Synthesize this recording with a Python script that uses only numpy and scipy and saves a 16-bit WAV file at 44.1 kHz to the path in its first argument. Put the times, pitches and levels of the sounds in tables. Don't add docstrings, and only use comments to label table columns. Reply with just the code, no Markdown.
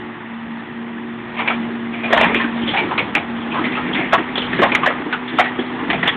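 import sys
import numpy as np
from scipy import signal
from scipy.fft import rfft, irfft, next_fast_len
from scipy.io import wavfile
from scipy.ndimage import uniform_filter1d, map_coordinates

SR = 44100
rng = np.random.default_rng(int(sys.argv[2]) if len(sys.argv) > 2 else 0)


def attenuation_scalar(level_db):
    decades = np.asarray(level_db, float) / 20
    return 10 ** decades


def file_out(sig):
    cols = np.atleast_2d(sig).T
    lim = np.clip(cols, -1, 1)
    pcm = np.round(lim * 32767).astype(np.int16)
    wavfile.write(sys.argv[1], SR, pcm)


N = 271656


def unit(x):
    return x / np.sqrt(np.mean(x ** 2, axis=-1, keepdims=True) + 1e-20)


def along(points, hz):
    f, v = np.transpose(points)
    return np.interp(np.log(hz + 1), np.log(f + 1), v)


def curves(rows):
    s, *columns = np.transpose(rows)
    return [np.interp(np.arange(N) / SR, s, column) for column in columns]


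def wobble(rate):
    at = np.arange(0, N + 16, 16)
    knots = rng.standard_normal(int(N * 400 / SR) + 4)
    coarse = map_coordinates(knots, [at * min(rate, 400) / SR])
    return np.interp(np.arange(N), at, coarse)


def filtered(x, response):
    n = x.shape[-1]
    m = next_fast_len(n + 4096)
    return irfft(rfft(x, m) * response(np.fft.rfftfreq(m, 1 / SR)), m)[..., :n]


def resonance(centre_hz, width_hz):
    return lambda f: 1j * f * width_hz / (centre_hz ** 2 - f * f + 1j * f * width_hz)


def patchy(depth_db):
    z = signal.stft(rng.standard_normal(N + 512), nperseg=256)[2]
    field = uniform_filter1d(rng.standard_normal(z.shape), size=2, axis=0)
    field = uniform_filter1d(field, size=8, axis=1)
    return signal.istft(z * attenuation_scalar(depth_db * field / field.std()), nperseg=256)[1][:N]


def swells(rows):
    t = np.arange(0, N / SR + .002, .002)
    gain = sum(attenuation_scalar(db - 20 * np.abs(t - s) / max(fall_s, .02)) for s, db, fall_s in rows)
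    return np.interp(np.arange(N) / SR, t, gain)


# t/s, third firing order f/Hz
FIRING_SPEED = [(0, 232), (.25, 230.5), (.6, 230.5), (.7, 233.2), (3.55, 233.2), (3.72, 245.5),
                (4.1, 246.8), (6.16, 246.5)]


def drone_rotation():
    drone_hz, = curves(FIRING_SPEED)
    return drone_hz, 2 * np.pi * np.cumsum(drone_hz) / SR


def boom_shade():
    t = np.arange(N) / SR
    from_s, to_s, edge_s = 0.23, .64, .06
    return -10.5 * np.clip(np.minimum(t - from_s, to_s - t) / edge_s, 0, 1)


def firing_beats(turn):
    cycle = turn / 12
    return 1 + 0.083 * np.cos(4 * cycle) + 0.068 * np.cos(3 * cycle) + 0.071 * np.cos(cycle)


# f/Hz, level/dB
RUMBLE_SPECTRUM = [(20, -31.5), (50, -14), (110, -12), (160, -2.5), (210, -2.5), (300, -2), (400, -8),
                   (500, -13.5), (620, -21)]
# t/s, peak level/dB, time to fall 20 dB/s
GROUND_THUDS = [(1.6, -36.5, 0.37), (2.26, -24, 0.14), (2.88, -27, 0.74), (3.6, -26, -0.06),
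                (3.88, -29, 0.48), (4.6, -22, 0.29), (6.0, -28, 0.62)]


def rumble(firing, effort_db):
    noise = unit(filtered(firing * patchy(depth_db=2.0), lambda hz: attenuation_scalar(along(RUMBLE_SPECTRUM, hz))))
    shake = attenuation_scalar(-37 + 0.32 * effort_db) + swells(GROUND_THUDS)
    return shake * noise


# f/Hz, level/dB
ROAR_SPECTRUM = [(280, -37), (480, -13.5), (584, -12), (667, -10.5), (895, -3.5), (1020, -6.5), (1180, -6),
                 (1510, -9.5), (1870, -4), (2200, -11), (4030, -21.5), (5240, -56), (8870, -120)]


def roar(firing, roar_db):
    noise = unit(filtered(firing * patchy(depth_db=1.5), lambda hz: attenuation_scalar(along(ROAR_SPECTRUM, hz))))
    return attenuation_scalar(roar_db - 2.0) * noise


def fan(turn, shade_db):
    return attenuation_scalar(-38 + shade_db + 2.0 * wobble(7.1)) * np.sin(1.545 * turn + 0.59 * wobble(20))


# multiple of the drone, level/dB
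MACHINE_TONES = [(.5, -51.5), (.667, -55.5), (0.834, -54.5), (1.23, -48), (1.333, -43), (1.917, -50)]


def machine_tones(drone_hz, turn, effort_db, shade_db):
    tones = 0
    for k, db in MACHINE_TONES:
        level_db = db + 0.42 * effort_db + shade_db * (k > 1.3) + 2.38 * wobble(5)
        tones = tones + attenuation_scalar(level_db) * np.sin(k * turn + .4 * wobble(16))
    loaded = np.clip((drone_hz - 238) / 6, 0, 1)
    pump = loaded * attenuation_scalar(-47 + 3 * wobble(6)) * np.sin(1.834 * turn)
    return 1.22 * (tones + pump)


# t/s, level/dB
DRONE_LEVEL = [(0.0, -38), (0.1, -32), (0.2, -44.5), (0.31, -29.5), (0.56, -28.5), (0.67, -41), (0.79, -29),
               (1.13, -30), (1.27, -37), (1.61, -25.5), (2.06, -27.5), (2.62, -23.5), (3.07, -44),
               (3.29, -26.5), (4.32, -31), (6.06, -30.5), (6.07, -38.5), (6.16, -30.5)]


def drone(turn):
    drone_db, = curves(DRONE_LEVEL)
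    return attenuation_scalar(drone_db + 2.0 + 1.4 * wobble(30)) * np.sin(turn + 0.099 * wobble(40))


# t/s, roar level/dB
ENGINE_LOAD = [(0.0, -33.5), (0.46, -34), (1.27, -34.5), (1.47, -30.5), (2.01, -34), (2.26, -22),
               (2.45, -31), (2.91, -30), (3.21, -31), (3.5, -31.5), (3.77, -27.5), (4.24, -28), (4.43, -28),
               (4.75, -24.5), (4.89, -27), (5.18, -30), (5.83, -28.5), (6.16, -27.5)]


def engine():
    drone_hz, turn = drone_rotation()
    roar_db, = curves(ENGINE_LOAD)
    effort_db = roar_db - roar_db[0]
    shade_db = boom_shade()
    firing = firing_beats(turn)
    tonal = drone(turn) + fan(turn, shade_db) + machine_tones(drone_hz, turn, effort_db, shade_db)
    return tonal + roar(firing, roar_db) + rumble(firing, effort_db)


# f/Hz, bandwidth/Hz
GRIND_BANDS = [
    (800, 1000),
    (2100, 840),
    (3400, 1800),
]
# t/s, peak level/dB, time to fall 20 dB/s
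BOOMING = [(1.47, -25, 0.42), (2.138, -21, 0.18), (2.41, -27.5, 0.4), (2.72, -29, -0.17),
           (2.98, -25.5, 0.77), (3.56, -21, 0.21), (4.0, -22, 0.08), (4.79, -22.5, 0.2), (5.62, -31, 0.4)]
CRUNCHING = [(1.47, -25, 0.2), (2.02, -24, 0.16), (2.29, -17.5, 0.17), (2.7, -23, .17), (3.729, -29, .5),
             (4.0, -23.5, .3), (4.61, -25, .4), (4.879, -29, .2), (5.4, -32, .4), (6.1, -33, 0.52)]
TEARING = [(1.49, -35.5, 0.37), (2.17, -14.5, .08), (2.35, -34.5, 0.19), (2.699, -20, 0.18),
           (3.44, -31.5, .3), (3.729, -30.5, 0.18), (4.44, -30.5, 0.37), (5.4, -27, 0.16),
           (6.039, -32.5, 0.26)]


def grind():
    clumps = 1.5 * wobble(45)
    out = 0
    for (hz, width), squeezes in zip(GRIND_BANDS, (BOOMING, CRUNCHING, TEARING)):
        grains = patchy(depth_db=3) * attenuation_scalar(clumps + 2 * wobble(200))
        ring = resonance(hz, width)
        out = out + attenuation_scalar(-6.0) * swells(squeezes) * unit(filtered(grains, lambda f: ring(f) ** 2))
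    return out


# t/s, peak level/dB
HARD_TICKS = [(2.179, -0.7), (2.213, -3), (2.245, -3), (2.347, -3.5), (3.153, -2), (4.637, -4),
              (4.138, -2.5), (4.757, -1.5), (5.902, -2.5), (5.933, -6), (6.081, -6)]


def hard_ticks():
    t = np.arange(SR // 4) / SR
    tick_hz, t60_s = 1900, .008
    tick = np.sin(2 * np.pi * tick_hz * t) * attenuation_scalar(-60 * t / t60_s)
    out = np.zeros(N + len(t))
    for at, db in HARD_TICKS:
        out[round((at - .0003) * SR):][:len(t)] += attenuation_scalar(db) * tick
    return out[:N]


# low mode against high/dB, broad snap level/dB, rise/s, t60 of a full blow/s
SNAP, BUCKLE = (-17.5, -3, 0.0011, 0.097), (-6, -3, .0015, .11)
GROAN, KNOCK = (-13.5, -7, .008, .15), (3, -8, 0.0026, .1)
# t/s, peak level/dB, low panel f/Hz, high panel f/Hz
SEAM_SNAPS = [(1.407, -12.5, 950, 2300), (1.477, -0.5, 842, 2300), (1.505, -9, 1290, 1320),
              (2.231, 0, 875, 2390), (2.98, -2.5, 937, 2424), (2.992, -2.5, 438, 2225),
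              (3.152, 1.5, 288, 2382), (4.125, -6, 877, 1600), (4.141, 1.5, 682, 1102),
              (4.357, -6.5, 760, 3350), (4.379, -4, 388, 3450), (4.42, -9, 446, 3100),
              (4.531, -6.5, 314, 1830), (4.72, -3.5, 432, 2336), (4.749, 5.5, 910, 2218),
              (4.861, 2, 727, 1733), (5.128, -5.5, 870, 1473), (5.28, -16.5, 1900, 3520),
              (5.59, -16, 1700, 3370), (5.902, -3.5, 885, 2080), (6.03, -1.2, 715, 1893),
              (6.06, -7, 875, 1868), (6.076, -0.5, 910, 3340), (6.084, -8, 937, 1924)]
# t/s, peak level/dB, low panel f/Hz, high panel f/Hz
PANEL_BUCKLES = [(1.391, -9, 867, 2240), (1.499, -8, 720, 2300), (2.105, -8, 439, 1882),
                 (2.127, 3.5, 665, 1873), (2.164, -4.5, 667, 1044), (2.175, -2.5, 914, 1773),
                 (2.199, -6.5, 1014, 2465), (2.212, -0.8, 688, 2280), (2.242, -3, 812, 1860),
                 (2.258, -10, 940, 1825), (2.439, -9.5, 280, 1580), (3.164, -8, 810, 2214),
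                 (4.131, 4, 749, 1280), (4.179, -8, 304, 1860), (4.59, -4.5, 364, 1705),
                 (4.619, 0.5, 568, 1083), (4.632, 1.5, 675, 1883), (4.649, -5.5, 983, 1042),
                 (4.833, -3, 1103, 1037), (4.873, -2, 586, 1910), (4.901, -11.5, 1000, 1250),
                 (5.387, 1.5, 777, 1276), (5.395, 2, 719, 1954), (5.406, -3, 752, 2250),
                 (5.931, -7, 712, 2420)]
# t/s, peak level/dB, low panel f/Hz, high panel f/Hz
FOLD_GROANS = [(1.367, -14.5, 903, 2296), (1.93, -18, 700, 2310), (2.034, -10.5, 668, 2414),
               (2.343, -5, 370, 2500), (2.395, -8, 1074, 1794), (2.675, -10, 295, 3330),
               (2.735, -9, 1700, 800), (2.765, -4, 898, 2293), (3.51, -15, 295, 2540),
               (3.541, -11.5, 975, 1030), (3.57, -12, 321, 1287), (3.64, -7, 265, 2020),
               (3.745, -14, 875, 2620), (3.769, -13.5, 875, 1264), (3.929, -10, 265, 3290),
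               (3.95, -7, 268, 2105), (3.99, -12, 700, 2180), (5.439, -10.5, 865, 1916)]
# t/s, peak level/dB, low panel f/Hz
SHELL_KNOCKS = [(1.688, -21, 353), (2.297, -12.5, 444), (2.579, -20, 349), (2.617, -21, 313),
                (2.809, -13, 346), (2.91, -8, 930), (3.189, -18, 864), (3.455, -21.5, 362),
                (3.609, -13.5, 316), (3.858, -19, 320), (3.988, -12.5, 333), (4.994, -16, 293),
                (5.058, -15.5, 309), (5.33, -16, 277), (5.586, -6.5, 302), (5.736, -22, 318),
                (5.788, -20, 1044), (5.823, -16.5, 277), (5.878, -14.5, 287)]


def cracks():
    blows = [row + SNAP for row in SEAM_SNAPS]
    blows += [row + BUCKLE for row in PANEL_BUCKLES]
    blows += [row + GROAN for row in FOLD_GROANS]
    blows += [(*row, 1700, *KNOCK) for row in SHELL_KNOCKS]
    s, peak_db, low_hz, high_hz, low_db, snap_db, rise, t60 = np.transpose(blows)[..., None]
    t = np.arange(SR // 4) / SR
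    tear = rng.standard_normal((len(s), 4 * len(t))).reshape(len(s), 4, -1)
    rattle = attenuation_scalar(14 * uniform_filter1d(tear[:, 3], size=120, axis=1))
    t60 = np.clip(t60 - .004 * peak_db, .02, 1)
    rise = np.abs(rise) + 0.0004 * np.clip(-peak_db - 11.0, 0, 20)
    decay = attenuation_scalar(-60 * t / t60) + 0.1 * attenuation_scalar(-60 * t / (3 * t60))
    fall = (1 - np.exp(-t / rise)) * decay * rattle

    def panel(hz, spread, sharp_hz):
        return lambda f: resonance(hz, spread * hz)(f) * (1 + 0.84 * resonance(hz, sharp_hz)(f))

    high = unit(filtered(tear[:, 0] * fall, panel(high_hz, spread=0.15, sharp_hz=51)))
    low = unit(filtered(tear[:, 1] * fall, panel(low_hz, spread=0.3, sharp_hz=70))) * attenuation_scalar(low_db + 8.5)
    snap = unit(filtered(tear[:, 2] * fall, resonance(1500, 3000))) * attenuation_scalar(snap_db)
    rows = high + low + snap
    rows = rows * attenuation_scalar(peak_db - 1.5) / np.abs(rows).max(axis=1, keepdims=True)
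    out = np.zeros(N + len(t))
    for at, row in zip(s[:, 0], rows):
        out[round((at - .002) * SR):][:len(t)] += row
    return out[:N]


def scene():
    machine = engine() + grind()
    steel = cracks() + hard_ticks()
    ground = attenuation_scalar(-22.5) * np.roll(steel, round(0.016 * SR))
    wrecks = attenuation_scalar(-22.0) * np.roll(steel, round(0.047 * SR))
    return (machine + steel + ground + wrecks)[None]


def roll_off(x):
    return signal.sosfilt(signal.butter(12, 15900, fs=SR, output="sos"), x)


# f/Hz, level/dB
PHONE_BAND = [(20, -2.5), (100, 2), (3500, 0), (3900, -12.5), (4200, -18), (4500, -34), (4800, -70.5),
              (5100, -120), (20000, -120)]


def record(dry):
    x = dry / (1 + np.abs(dry / .95) ** 4) ** (1 / 4)
    x = filtered(x, lambda hz: attenuation_scalar(along(PHONE_BAND, hz)))
    top = filtered(x, lambda hz: np.clip((hz - 3500) / 400, 0, 1))
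    x = x + (attenuation_scalar(2.9 * wobble(70) - 0.5) - 1) * top
    clip = .72
    x = x / (1 + np.abs(x / clip) ** 30) ** (1 / 30)
    return roll_off(x)


dry = scene()
out = record(dry)
file_out(out)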